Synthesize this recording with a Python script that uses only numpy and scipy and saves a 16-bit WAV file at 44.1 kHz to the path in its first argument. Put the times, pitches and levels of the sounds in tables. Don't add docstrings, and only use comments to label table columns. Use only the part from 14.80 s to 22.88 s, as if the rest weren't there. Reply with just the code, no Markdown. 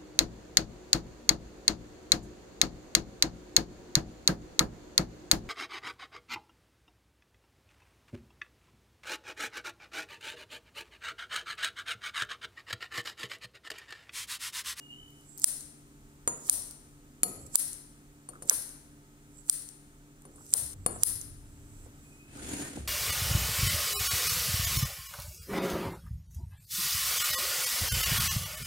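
import sys
import numpy as np
from scipy import signal
from scipy.fft import rfft, irfft
from scipy.io import wavfile
from scipy.ndimage import uniform_filter1d

SR = 44100
rng = np.random.default_rng(int(sys.argv[2]) if len(sys.argv) > 2 else 0)


def volts_from_db(level):
    exponent = np.asarray(level, float) / 20
    return 10 ** exponent


def digitize_waveform(pressure):
    field = np.atleast_2d(pressure).T
    bounded = np.clip(field, -1, 1)
    quanta = np.round(bounded * 32767).astype(np.int16)
    wavfile.write(sys.argv[1], SR, quanta)


N = 356138
SCENE_CHANGE_S = 5.94


def rms_one(x):
    return x / np.sqrt(np.mean(x ** 2) + 1e-20)


def pan(db):
    return volts_from_db(db * np.array([[.5], [-.5]]))


def add(out, s, piece):
    at = round(s * SR)
    out[:, at:at + piece.shape[1]] += piece[:, :N - at]


def swells(rows):
    t = np.arange(0, N, 8) / SR
    shapes = []
    for s, db, rise, hold, fall in rows:
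        before, after = (s - t) / abs(rise), (t - s - hold) / abs(fall)
        shapes.append(db - 20 * np.maximum(np.maximum(before, after), 0))
    return np.max(shapes, axis=0).repeat(8)[:N]


def pair(alike, size=N):
    mid, side = rng.standard_normal((2, size))
    alike = np.clip(alike, 0, 1)
    return np.sqrt((1 + alike) / 2) * mid + np.sqrt((1 - alike) / 2) * side * [[1], [-1]]


def burst(t60, alike, size=1500):
    return pair(alike, size=size) * volts_from_db(-60 * np.arange(size) / SR / t60)


def ring(x, hz, t60):
    r, w = volts_from_db(-60 / (t60 * SR)), 2 * np.pi * hz / SR
    return signal.lfilter([0, np.sin(w)], [1, -2 * r * np.cos(w), r * r], x + 1e-18)


def band(x, low_hz, high_hz):
    edges = [low_hz, min(high_hz, .45 * SR)]
    return signal.sosfilt(signal.butter(2, edges, "band", fs=SR, output="sos"), x)


def lift(x, *bands):
    return x + sum((gain - 1) * band(x, low_hz, high_hz) for gain, low_hz, high_hz in bands)


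def at_hz(points, hz):
    return np.interp(np.log(hz), np.log(np.array(points)[:, 0]), np.array(points)[:, 1])


def minimum_phase(db):
    bins = db.shape[1] - 1
    cepstrum = irfft(db * np.log(10) / 20)
    cepstrum[:, 1:bins] *= 2
    cepstrum[:, bins + 1:] = 0
    return irfft(np.exp(rfft(cepstrum)))


# [f/Hz, left-right level/dB]
PORT_TINT = [(250, -13), (600, -10.5), (1100, 0), (2000, -5.5), (4500, 1.5), (6800, -4), (8600, 13),
             (10000, 20.5), (14000, 11)]


def colour(x, spectrum, ports=0.):
    hz = np.maximum(np.arange(2049) * SR / 4096, 1)
    pulse = minimum_phase(at_hz(spectrum, hz) + ports * at_hz(PORT_TINT, hz) * [[.5], [-.5]])
    pulse /= np.sqrt(np.sum(pulse ** 2) / 2)
    return signal.oaconvolve(x * np.ones((2, 1)), pulse, axes=1)[:, :x.shape[-1]]


def shade(x, table):
    hz = np.maximum(np.arange(257) * SR / 512, 1)
    table = np.array(table)
    db = np.array([at_hz(table[:, [0, k]], hz) for k in (1, 2)])
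    return signal.oaconvolve(x, minimum_phase(db), axes=1)[:, :N]


# [f/Hz, level/dB]
HISS_SPECTRUM = [(60, -25), (150, -27.5), (250, -17), (400, -25.5), (600, -27), (1000, -21.5),
                 (1500, -14.5), (2500, -16.5), (5000, -20.5), (7500, -13), (9500, -17.5), (12000, -22.5),
                 (15500, -19.5), (16500, -69.5)]
# [f/Hz, level/dB]
FRIDGE_TONES = [(145.3, -63), (226.1, -71), (290.7, -63), (398.4, -72), (689.1, -82.5), (888.2, -81.5),
                (1281, -79.5)]
# [t/s, level/dB, rise/s, hold/s, fall/s]
LEANS = [(1.75, -54, 0.25, .02, 0.17), (2.62, -50, 0.21, 0.018, 0.19), (3.78, -57.5, 0.37, 0.017, 0.17),
         (7.05, -54, 0.29, 0.048, 0.93), (5.82, -51.5, 0.43, 0.024, .3), (7.65, -49, 0.34, 0.17, 0.44),
         (7.98, -45, 0.11, .1, .2)]


def background():
    t = np.arange(N) / SR
    hiss = band(pair(.2), 420, 19000) + 14 * band(rng.standard_normal(N), 15, 460)
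    hiss = rms_one(band(colour(hiss, HISS_SPECTRUM), 170, 19000))
    stir_db = 2.7 * np.exp(-((t - 7.1) / 0.4) ** 2)
    hum = 0
    for hz, db in FRIDGE_TONES:
        waver = 1 + 0.25 * rms_one(band(rng.standard_normal(N), 2.4, 13))
        hum = hum + volts_from_db(db + 3.5) * np.sin(2 * np.pi * hz * t) * waver

    deep_db, low_db = -62.5, -64
    heavy_deep_db, heavy_low_db, sag_db_per_s = -53, -49, 8.5
    heavy = uniform_filter1d(1. * (t > SCENE_CHANGE_S) * (t < 7.07), size=900)
    heavy_low_db = heavy_low_db - sag_db_per_s * (t - SCENE_CHANGE_S)
    low_db = np.maximum(low_db + heavy * (heavy_low_db - low_db), swells(LEANS))
    deep_db = deep_db + heavy * (heavy_deep_db - deep_db)
    deep = rms_one(band(band(pair(0.93), 25, 43), 25, 43))
    shake = pair(0.93)
    low = band(shake, 64, 118) + .0015 * ring(shake, 74, .5)
    low = low + .0015 * heavy * ring(shake, 101, .5)
    return volts_from_db(stir_db - 61) * hiss + hum + volts_from_db(deep_db) * deep + volts_from_db(low_db) * rms_one(low)


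# [t/s, length/s, start f/Hz, end f/Hz, level/dB]
WHISTLES = [
    (0.0, 0.16, 2895, 2870, -56),
    (.085, 0.12, 2846, 2835, -51),
    (0.1, 0.29, 2965, 2956, -55),
    (0.166, 0.22, 3040, 2990, -57.5),
    (.31, 0.19, 3010, 2955, -64),
    (7.23, 0.16, 2490, 2500, -71),
    (7.3, 0.2, 2505, 2520, -67.5),
    (7.385, .2, 2510, 2620, -65),
    (7.47, 0.17, 2590, 2640, -66),
]


def bird():
    out = np.zeros((2, N))
    edge_s, release_s, fade_db_per_s = 0.033, 0.082, 68
    for s, length, start_hz, end_hz, db in WHISTLES:
        t = np.arange(round(length * SR)) / SR
        waver = 1 + 0.4 * rms_one(band(pair(0.26, size=len(t)), 10, 50))
        edge = np.clip(np.minimum((t + 0.0064) / edge_s, (length - t) / release_s), 0, 1)
        tone = np.sin(2 * np.pi * (start_hz + (end_hz - start_hz) * t / length / 2) * t)
        add(out, s, volts_from_db(db + 6.5 - fade_db_per_s * t) * edge * waver * tone)
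    return out


# [f/Hz, time to fall 60 dB/s]
ROOM_T60 = [(400, 0.92), (1500, 0.94), (4000, 0.8), (9000, 0.67), (15000, 0.45)]
BUILD_S = [
    [0.008],
    [0.019],
]


def room_pulse():
    t, edges = np.arange(SR) / SR, 200 * 2 ** np.arange(0, 7, .5)
    spikes = rng.exponential(1, SR // 40 + 1).repeat(40)[:SR]
    grain = volts_from_db(2 * spikes * np.exp(-t / 0.14))
    out = 0
    for low, high in zip(edges, edges[1:]):
        t60 = at_hz(ROOM_T60, low * 1.33)
        out = out + band(pair(0.13, size=SR) * grain, low, high) * volts_from_db(-60 * t / t60)
    out = out * (1 - np.exp(-t / BUILD_S))
    return out / np.sqrt(np.sum(out ** 2) / 2)


def kitchen(x):
    before, pulse = np.arange(N) < SCENE_CHANGE_S * SR, room_pulse()
    return sum(signal.oaconvolve(x * part, pulse, axes=1)[:, :N] * part for part in (before, ~before))


# [t/s, scrape level/dB]
SLIDE = [
    (7.48, -68.5),
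    (7.568, -56),
    (7.666, -49),
    (7.798, -46.5),
    (7.86, -49),
    (7.94, -54),
    (7.974, -53),
    (8.04, -58.5),
    (8.075, -63),
]
# [f/Hz, width/Hz, level/dB]
SLIDE_RINGS = [(1600, 36, -18), (4410, 74, -19), (6820, 62, 3.5), (7660, 70, -6), (7340, 58, -8),
               (8840, 120, -2), (10130, 140, -4), (10450, 38, -15), (12500, 50, -10), (13900, 53, -13)]
# [f/Hz, level/dB per Hz]
TABLE_SPECTRUM = [(47, -23), (80, -24), (139, 16), (178, 2), (283, -3), (1200, -23), (1560, -17),
                  (5770, -26), (8790, -18.5), (16000, -50)]
# [f/Hz, t/s, level/dB, hold/s]
BINDS = [(1500, 7.58, -54, 0.022), (1560, 7.63, -67, .03), (2600, 7.685, -68, .02),
         (2780, 7.745, -60, 0.03), (1610, 7.805, -58, 0.055), (1850, 7.83, -55, 0.045),
         (2430, 7.83, -61, 0.056), (970, 7.76, -55, .03), (280, 7.64, -46, 0.038), (306, 7.76, -44, 0.038),
         (3480, 7.66, -59, .03)]


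def slide():
    scrape_db = np.interp(np.arange(N) / SR, *np.transpose(SLIDE), left=-150, right=-150)
    drone_db = -40.5 + 1.17 * (scrape_db + 47)
    glass_db = -55 + 2.2 * (scrape_db + 47)
    grit = pair(0.17) * volts_from_db(1.4 * rng.exponential(1, N))
    judder = volts_from_db(2.5 * rms_one(band(rng.standard_normal(N), 8, 40)))
    drone = band(pair(1.0), 107, 403) + 0.0055 * ring(grit[0], 286, 0.12)
    scrape = rms_one(band(colour(grit * judder ** 0.55, TABLE_SPECTRUM, ports=0.49), 680, 21700))
    sung = 0
    for hz, width, db in SLIDE_RINGS:
        sung = sung + volts_from_db(db) * rms_one(ring(grit * judder, hz, 2.9 / width)) * np.sqrt(width)
    out = volts_from_db(drone_db) * rms_one(drone * judder) + volts_from_db(scrape_db + 4.5) * scrape
    out = out + volts_from_db(glass_db + 10.5) * rms_one(sung)
    for hz, s, db, hold in BINDS:
        push = grit if hz > 400 else grit[1]
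        out = out + volts_from_db(swells([(s, db, .03, hold, .04)])) * rms_one(ring(push, hz, 0.074))
    return out


# [t/s, level/dB, f/Hz, spread/octaves]
BUMPS = [(3.53, -46, 1210, 0.4), (3.553, -47, 1280, 0.4), (3.712, -36, 598, 1.1), (3.7075, -30, 1200, 1.5),
         (5.58, -55, 1100, 0.48), (5.745, -36, 686, 2.2), (2.749, -44.5, 1200, 1.2),
         (1.69, -44.5, 1300, 1.1), (6.16, -43.5, 577, 1.7), (7.06, -49.5, 420, 1.23),
         (7.972, -30, 260, 1.5), (8.004, -33, 170, 1.2), (5.606, -55, 1120, .6)]


def dull_bumps():
    out = np.zeros((2, N))
    for s, db, hz, octaves in BUMPS:
        half = 2 ** (octaves / 2)
        add(out, s, band(burst(0.062, 0.92, size=5000), hz / half, hz * half) * volts_from_db(db + 17.0))
    return out


# [t/s, peak level/dB, thud level/dB, boom level/dB, left-right level/dB]
KNOCKS = [
    [(1.476, -15.5, -31.5, -42, 1.5)],
    [(2.4323, -9.5, -36, -38, -0.5)],
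    [(3.4885, -36.5, -56.5, -49.5, -0.5), (3.6221, -38, -51.5, -46.5, 1.5), (5.452, -49, -60, -51, 0.5),
     (5.558, -53.5, -69, -57, 5), (6.0625, -16, -30, -39, 3)],
]
# [f/Hz, time to fall 60 dB/s, level at each of three spots/dB below the knock]
BOWL = [(511, 0.5, -37, -47, -33), (730, 0.4, -41, -43, -36), (1265, 0.3, -43, -38, -44),
        (2880, 0.3, -55, -57, -49), (4411, 0.55, -54, -41, -40), (5120, 0.44, -53, -60, -53),
        (6796, 0.8, -28, -48, -49), (6934, 0.5, -29, -47, -51), (7160, 0.5, -49, -55, -53),
        (9000, 0.45, -38, -45, -40), (9109, 0.5, -48, -44, -41), (9757, 0.4, -45, -40, -31),
        (9954, 0.42, -49, -33, -38), (10110, 0.41, -48, -34, -38), (10280, 0.37, -38, -49, -47),
        (10560, 0.5, -58, -43, -46), (11260, 0.3, -50, -56, -48), (11390, 0.5, -68, -36, -40),
        (12615, 0.25, -44, -48, -42), (12780, 0.43, -60, -41, -54), (13800, 0.25, -58, -46, -50),
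        (15150, 0.3, -68, -51, -52)]
# [blade ping f/Hz, hard clack f/Hz, first dull f/Hz, second dull f/Hz, bounce level/dB]
SPOTS = [
    (9000, 1200, 520, 960, -32.5),
    (11000, 2400, 320, 727, -1.5),
    (9000, 1225, 495, 1100, -25),
]
CLACK_DB = (6, 4, -3)


def knocks():
    glass, thuds = np.zeros((2, N)), np.zeros((2, N))
    t = np.arange(SR // 4) / SR
    hz, t60, *spots_db = np.transpose(BOWL)[:, :, None, None]
    damped = 1 + volts_from_db(16 * np.minimum(hz / 9000, 1) + 7 - 60 * t / .06)
    for spot_db, spot, clack_db, rows in zip(spots_db, SPOTS, CLACK_DB, KNOCKS):
        ping_hz, clack_hz, *dull_hz, bounce_db = spot
        for s, db, thud_db, boom_db, pan_db in rows:
            turns = np.cumsum(rng.random((len(BOWL), 2, 1)) * [[1], [.3]], axis=1)
            soft_db = .2 * (db + 17.0) * (hz > 12000)
            level = damped * volts_from_db(spot_db + soft_db - 105 * t / t60)
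            modes = np.sum(level * np.sin(2 * np.pi * (hz * t + turns)), axis=0)
            ping = volts_from_db(-60 * t / .035) * np.sin(2 * np.pi * ping_hz * t)
            add(glass, s, (modes * volts_from_db(7.5) + ping) * volts_from_db(db) * pan(pan_db))
            add(glass, s, band(burst(0.03, 0.24), 6300, 9500) * volts_from_db(db + 0.5) * pan(pan_db))
            bounce = band(burst(0.02, 0.42), 4600, 11000)
            add(glass, s + 0.0044, bounce * volts_from_db(db + bounce_db) * pan(pan_db))

            dull = sum(np.sin(2 * np.pi * note_hz * t) for note_hz in dull_hz) * volts_from_db(-60 * t / 0.031)
            dull += volts_from_db(clack_db - 60 * t / 0.013) * np.sin(2 * np.pi * clack_hz * t)
            add(thuds, s, dull * volts_from_db(thud_db + 7.5) * pan(pan_db - 4.5))
            add(thuds, s, band(burst(0.035, 0.6, size=4000), 230, 1730) * volts_from_db(thud_db + 18))
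            slump = burst(0.44, 0.51, size=20000)
            slump = band(slump, 350, 1300) + .008 * ring(slump, dull_hz[1], .08)
            add(thuds, s, slump * volts_from_db(thud_db - 2.5))
            add(thuds, s, band(burst(0.8, 1.0, size=20000), 130, 500) * volts_from_db(boom_db + 13.0))
    return glass, thuds


# [t/s, peak level/dB, left-right level/dB, f/Hz]
TICKS = [(0.5762, -36, 9, 11000), (0.582, -35, 7, 9500), (0.5975, -34, 8, 11000),
         (1.5734, -44.5, -10.5, 9010), (1.6024, -51, -1.5, 11000), (1.614, -50.5, -5.5, 11000),
         (1.8714, -36, 5, 9350), (1.91, -35, -17, 8320), (2.666, -44, -6, 9000), (2.9312, -30, 3.5, 7680),
         (3.656, -43, 6, 9130), (4.5855, -55, -10, 7630), (4.889, -31, 1, 7600), (5.4207, -47, 0, 9300),
         (5.618, -51.5, 0, 6960), (5.657, -46, 1, 11000), (5.693, -41, 0, 9000), (5.705, -41, 0, 7500),
         (5.7175, -39, 4, 9560), (5.904, -38, -1, 6000), (5.932, -39, -2, 6970), (3.892, -34.5, -3, 7970),
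         (5.665, -40, -2, 8450), (3.6505, -48, 0, 7500), (2.748, -39.5, -1, 7000), (6.414, -35, -20, 7730),
         (7.5714, -41, 1, 8870)]
# [t/s, peak level/dB, left-right level/dB, f/Hz]
LAST_SLIPS = [
    (.6187, -27, -5, 7800),
    (.6357, -28, -2, 8200),
    (1.669, -35, 1, 9500),
    (1.6815, -34, 3, 10500),
    (2.733, -42, -3, 7900),
    (3.676, -38, 1, 10500),
    (4.665, -50, 0, 9500),
    (4.682, -38, -2, 7700),
    (6.213, -40, 1, 7800),
]
# [t/s, peak level/dB, left-right
# level/dB, f/Hz]
GRAINS = [(.283, -56, 0, 11000), (.305, -52, 0, 11000), (.41, -53, 0, 9000), (.592, -40, 0, 8000),
          (.808, -32, 0, 8000), (1.622, -52, 0, 12000), (1.648, -50, 0, 6000), (4.608, -52, 0, 7970),
          (4.658, -53, 0, 8500), (4.674, -44, 0, 10500), (4.714, -29.5, 1, 11040), (5.605, -51, 0, 8000),
          (5.625, -51, 0, 8000), (5.635, -52, 0, 9000), (5.648, -49, 0, 7500), (5.713, -44, 0, 8000),
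          (3.7055, -24, -4, 11000), (2.7975, -25, 5, 10500)]


def ticks(rows):
    out = np.zeros((2, N))
    for s, db, pan_db, hz in rows:
        crack = burst(.006, .5)
        crack = band(crack, hz * 0.82, hz * 1.3) + 0.46 * band(crack, 5880, 16000)
        add(out, s, crack * volts_from_db(db + 4) * pan(pan_db))
    return out


# [rub level/dB, pivot squeak level/dB, swell/dB per s, last skid level/dB below the snap]
CLOSINGS = [(-54.5, -54, 698, -17.5), (-57, -57, 199, -18.5), (-62, -55, 496.5, -11.5),
            (-63, -58, 591, -16.5), (-73, -71, 149.5, -16.5), (-66, -62, 97.5, -13),
            (-61.5, -61.5, 299.5, -19.5)]
# [t/s, level/dB, rise/s, hold/s, fall/s], rise and fall over 20 dB
CATCHES = [(.578, -67, 0.0043, .03, .02), (.4, -80.5, 0.62, 0.25, .2), (2.664, -68, .008, .003, .02),
           (3.623, -63, 0.0011, .003, .03), (4.56, -81, 0.19, 0.07, 0.079), (7.06, -78, 0.66, 0.0047, .015),
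           (7.25, -80.5, 0.14, 0.11, 0.27)]
# [t/s, level/dB, rise/s, hold/s, fall/s], rise and fall over 20 dB
SQUEAKS = [(.494, -58, 0.053, .02, 0.26), (1.56, -58.5, 0.027, 0.0033, 0.13),
           (2.664, -54, 0.022, .003, 0.019), (2.62, -60, 0.1, 0.017, 0.026),
           (4.592, -56.5, 0.068, 0.0029, 0.045), (5.56, -66, 0.091, .1, 0.11),
           (6.166, -55, 0.19, .003, 0.025), (7.06, -66, 0.64, .004, 0.013), (7.22, -72.5, 0.18, .16, .12)]


def rubbing():
    rubs, squeaks = list(CATCHES), list(SQUEAKS)
    for (s, *_), (rub_db, squeak_db, db_per_s, _) in zip(SNAPS, CLOSINGS):
        let_go_s = s - 0.014
        rubs.append((let_go_s, rub_db, 20 / db_per_s, 0, .001))
        squeaks.append((let_go_s, squeak_db, 20 / db_per_s, 0, .001))
    grit = pair(0.29) * volts_from_db(1.5 * rng.exponential(1, N))
    hiss = volts_from_db(swells(rubs) + 14.5) * rms_one(band(grit, 6000, 11000))
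    squeak = ring(ring(pair(.4), 7700, .005), 7750, .003)
    return hiss + volts_from_db(swells(squeaks)) * rms_one(squeak) * pan(-14.5)


# [bright level/dB, left-right level/dB, dull level/dB, creak before level/dB]
CHATTER = [(-23, 5, -36, -60), (-22, 9, -34, -54), (-18, 10, -34, -55), (-13, 5, -32, -56),
           (-22, 3, -33, -56), (-15, 5, -32, -56), (-22, 8, -34, -58)]


def chatter():
    out = np.zeros((2, N))
    for (s, *_), (bright_db, pan_db, dull_db, creak_db) in zip(SNAPS, CHATTER):
        uneven_db = 2.5 * rng.exponential(1, 76).repeat(40)[:3000] - 4
        rattle = burst(.055, .4, size=3000) * volts_from_db(uneven_db)
        bright = band(rattle, 7500, 12500) + volts_from_db(-10.5) * band(rattle, 3000, 7000)
        add(out, s + .004, bright * volts_from_db(bright_db) * pan(pan_db))
        add(out, s + .004, band(rattle, 500, 2500) * volts_from_db(dull_db))
        creak = band(pair(.5, size=480) * np.hanning(480), 500, 12000)
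        add(out, s - .013, creak * volts_from_db(creak_db + 14))
    return out


# [f/Hz, level/dB per Hz]
SNAP_SPECTRUM = [(290, -49.5), (900, -36), (1500, -28), (2700, -38), (3370, -33), (4930, -23.5),
                 (5800, -8.5), (6810, -14), (9140, -3.5), (10900, -13), (13200, -22), (15100, -9),
                 (16700, -33)]
TINT_HZ = (2200, 3800, 6700, 8200, 9700, 11500, 13500, 15500)


def steel_crack(shrill_db, pan_db, tone, tints):
    low_db, low_pan_db, zing_db, top_db = tone
    crack = burst(.005, .5, size=2500) + 6.5 * signal.unit_impulse(2500)
    crack = colour(crack, SNAP_SPECTRUM, ports=.9)
    crack = crack + .5 * np.roll(crack[::-1], 42, axis=1)
    crack = lift(crack, (volts_from_db(5.5), 680, 9300), (volts_from_db(shrill_db), 10300, 12400))
    crack = lift(crack, (volts_from_db(low_db) * pan(low_pan_db), 300, 3000), (volts_from_db(zing_db), 4800, 7400),
                 (volts_from_db(top_db), 13000, 17000))
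    crack = crack / np.abs(crack).max(axis=1, keepdims=True) * pan(np.clip(pan_db, -1.5, 1.5))
    return shade(crack, np.column_stack([TINT_HZ, *np.pad(tints, [(0, 0), (1, 2)])]))


# [f/Hz, level/dB per Hz]
ECHO_SPECTRUM = [(300, -26), (600, -24.5), (1000, -29), (1700, -23), (2600, -27.5), (4200, -19),
                 (6200, -13), (7500, -11.5), (8800, 1), (9500, 0), (10800, -5.5), (12000, -17),
                 (15000, -12), (16500, -23.5)]
# [f/Hz, level/dB]
ECHO_GAPS = [(4200, 3), (6900, -4), (8100, -4), (12400, 3), (13500, -3)]


def room_click(room_db, shrill_db, tone, notes):
    deep_db, middle_db = tone
    click = colour(signal.unit_impulse(2500), ECHO_SPECTRUM, ports=0.32)
    click = volts_from_db(room_db) * lift(click, (volts_from_db(shrill_db), 10030, 13000))
    click = lift(click, (volts_from_db(deep_db), 395, 1200))
    click = click + (volts_from_db(middle_db) - 1) * band(click, 3850, 6900)
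    for hz, note_db in ECHO_GAPS + [notes[:2], notes[2:]]:
        click = lift(click, (volts_from_db(note_db), hz * .95, hz * 1.05))
    return click


# [t/s, peak level/dB, left-right level/dB held within 1.5, room level/dB, shrillness level/dB]
SNAPS = [
    (0.6416, -0.5, 3, 5, 0.5),
    (1.6958, -4.5, -5.5, 5.5, 3),
    (2.755, -0.5, 12.5, 6.5, 5.5),
    (3.6956, -2.5, -13, 6, 6.5),
    (4.696, -4.5, 4.5, 1.5, 0),
    (5.7369, -5, 5.5, 6.5, 3.5),
    (6.233, -1.5, 8, 6, 7.5),
]
# [handle knock level/dB, its left-right level/dB, blade zing level/dB, top level/dB]
SNAP_TONE = [(-6, -5.5, -9.5, -8), (-3, 8, -1.5, -9), (-1.5, 4.5, -9, -3), (3, 2.5, 1, -2.5),
             (1.5, -4, -9, -4.5), (-0.5, 1, -6, -4), (0.5, -1.5, -3.5, -3)]
# [low level/dB, middle level/dB]
ECHO_TONE = [(1.5, 0.5), (6, 1), (-1, 1), (2.5, 2), (-8, 0), (5, -0.5), (-4, 1)]
# [f/Hz, level/dB, f/Hz, level/dB]
ECHO_NOTES = [(8900, -3, 15000, -4), (5900, 3, 10800, -2), (9800, -6, 10700, 3), (6200, 3, 14200, 4),
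              (4500, 3, 14500, -4), (10800, -5, 15000, -4), (10000, 3, 5000, 4)]
# [level/dB at 3.8, 6.7, 8.2, 9.7, 11.5 kHz]
LEFT_TINT = [(4, -8, -1, -2, 3), (6, -8, 0, 6, -2), (6, -7, 2, 0, 3), (3, -1, 6, 6, 1), (8, -6, 1, 1, -1),
             (-2, -6, 2, 4, 3), (2, -5, 3, 0, -3)]
# [level/dB at 3.8, 6.7, 8.2, 9.7, 11.5 kHz]
RIGHT_TINT = [(1, -7, -3, -2, -5), (0, -2, -6, 1, -5), (-2, -6, 1, -4, 5), (-2, 1, -8, 0, -3),
              (4, -2, -1, 4, 7), (0, -2, 0, 3, 2), (-1, -5, -3, 1, -4)]
# [delay t/s, level/dB, left-right level/dB]
WALLS = [(0.018, -26, 8.5), (.027, -25.5, 6.5), (0.034, -28.5, 8.5), (0.032, -24.5, 7.5), (.0045, -24, 4)]


def snaps():
    near, sent = np.zeros((2, N)), np.zeros((2, N))
    per_snap = zip(SNAPS, CLOSINGS, SNAP_TONE, ECHO_TONE, ECHO_NOTES, LEFT_TINT, RIGHT_TINT)
    for snap, (*_, skid_db), tone, echo_tone, notes, *tints in per_snap:
        s, db, pan_db, room_db, shrill_db = snap
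        add(near, s + .0012, steel_crack(shrill_db, pan_db, tone, tints) * volts_from_db(db + 6))
        skid = burst(0.06, 0.24, size=700)[:, ::-1]
        skid = band(band(skid, 7100, 8700), 6500, 10000) * .6
        add(near, s - .0147, skid * volts_from_db(db + skid_db) * pan(-9.0))
        far_wall = colour(burst(0.018, 0.49), ECHO_SPECTRUM)
        add(near, s + .04, far_wall * volts_from_db(room_db - 37.5) * pan(9.6))
        click = room_click(room_db, shrill_db, echo_tone, notes)
        add(sent, s, click)
        answer = click + volts_from_db(-10.0) * ring(click, 9500, .004)
        for lag, wall_db, wall_pan_db in WALLS:
            add(near, s + lag, answer * volts_from_db(wall_db) * pan(wall_pan_db))
    return near, sent


# [f/Hz, left level/dB, right level/dB]
ECHO_SHADE = [(3000, 0.5, 0), (7500, -2.5, -1), (9000, -0.5, -7), (11500, -0.5, -4.5), (14500, 1, -5.5)]
# [f/Hz, left level/dB, right level/dB]
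GLASS_SHADE = [(2500, 1, -1.5), (4200, -6, 0), (6000, -6, -4), (7700, -1, 3.5), (9000, 2.5, -4.5),
               (11470, -3, -9), (14560, -5, -9.5)]


def scene():
    shut, sent = snaps()
    glass, thuds = knocks()
    thuds = thuds + dull_bumps()
    glass = shade(glass, GLASS_SHADE)
    small = ticks(TICKS + LAST_SLIPS) + rubbing()
    sent = sent + volts_from_db(-17.0) * glass + volts_from_db(-18.0) * (small + thuds)
    echo = shade(kitchen(sent), ECHO_SHADE)
    out = background() + bird() + echo + slide() + glass + thuds + small + ticks(GRAINS) + chatter() + shut
    out[0] = np.roll(out[0], 10)
    return out


def top_cut(x):
    return signal.sosfilt(signal.butter(12, 16830, fs=SR, output="sos"), x)


def record(dry):
    over_db = np.maximum(20 * np.log10(np.abs(dry).max(axis=0) + 1e-9) + 17, 0)
    climb_db = 600 * np.arange(N) / SR
    held_db = np.maximum.accumulate(over_db + climb_db) - climb_db
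    r = np.exp(-1 / (.0025 * SR))
    x = dry * volts_from_db(-.72 * signal.lfilter([1 - r], [1, -r], held_db))
    x = np.clip(x, -1, 1)
    shelved = signal.sosfilt(signal.ellip(10, .3, 45, 15850, fs=SR, output="sos"), x)
    loud = 1. * (held_db > 5) * (uniform_filter1d(over_db, size=200) > 1)
    x = shelved + uniform_filter1d(loud, size=64) * band(x, 15950, 17500)
    x = signal.sosfilt(signal.ellip(10, .3, 70, 16750, fs=SR, output="sos"), x)
    return top_cut(x)


dry = scene()
out = record(dry)
digitize_waveform(out)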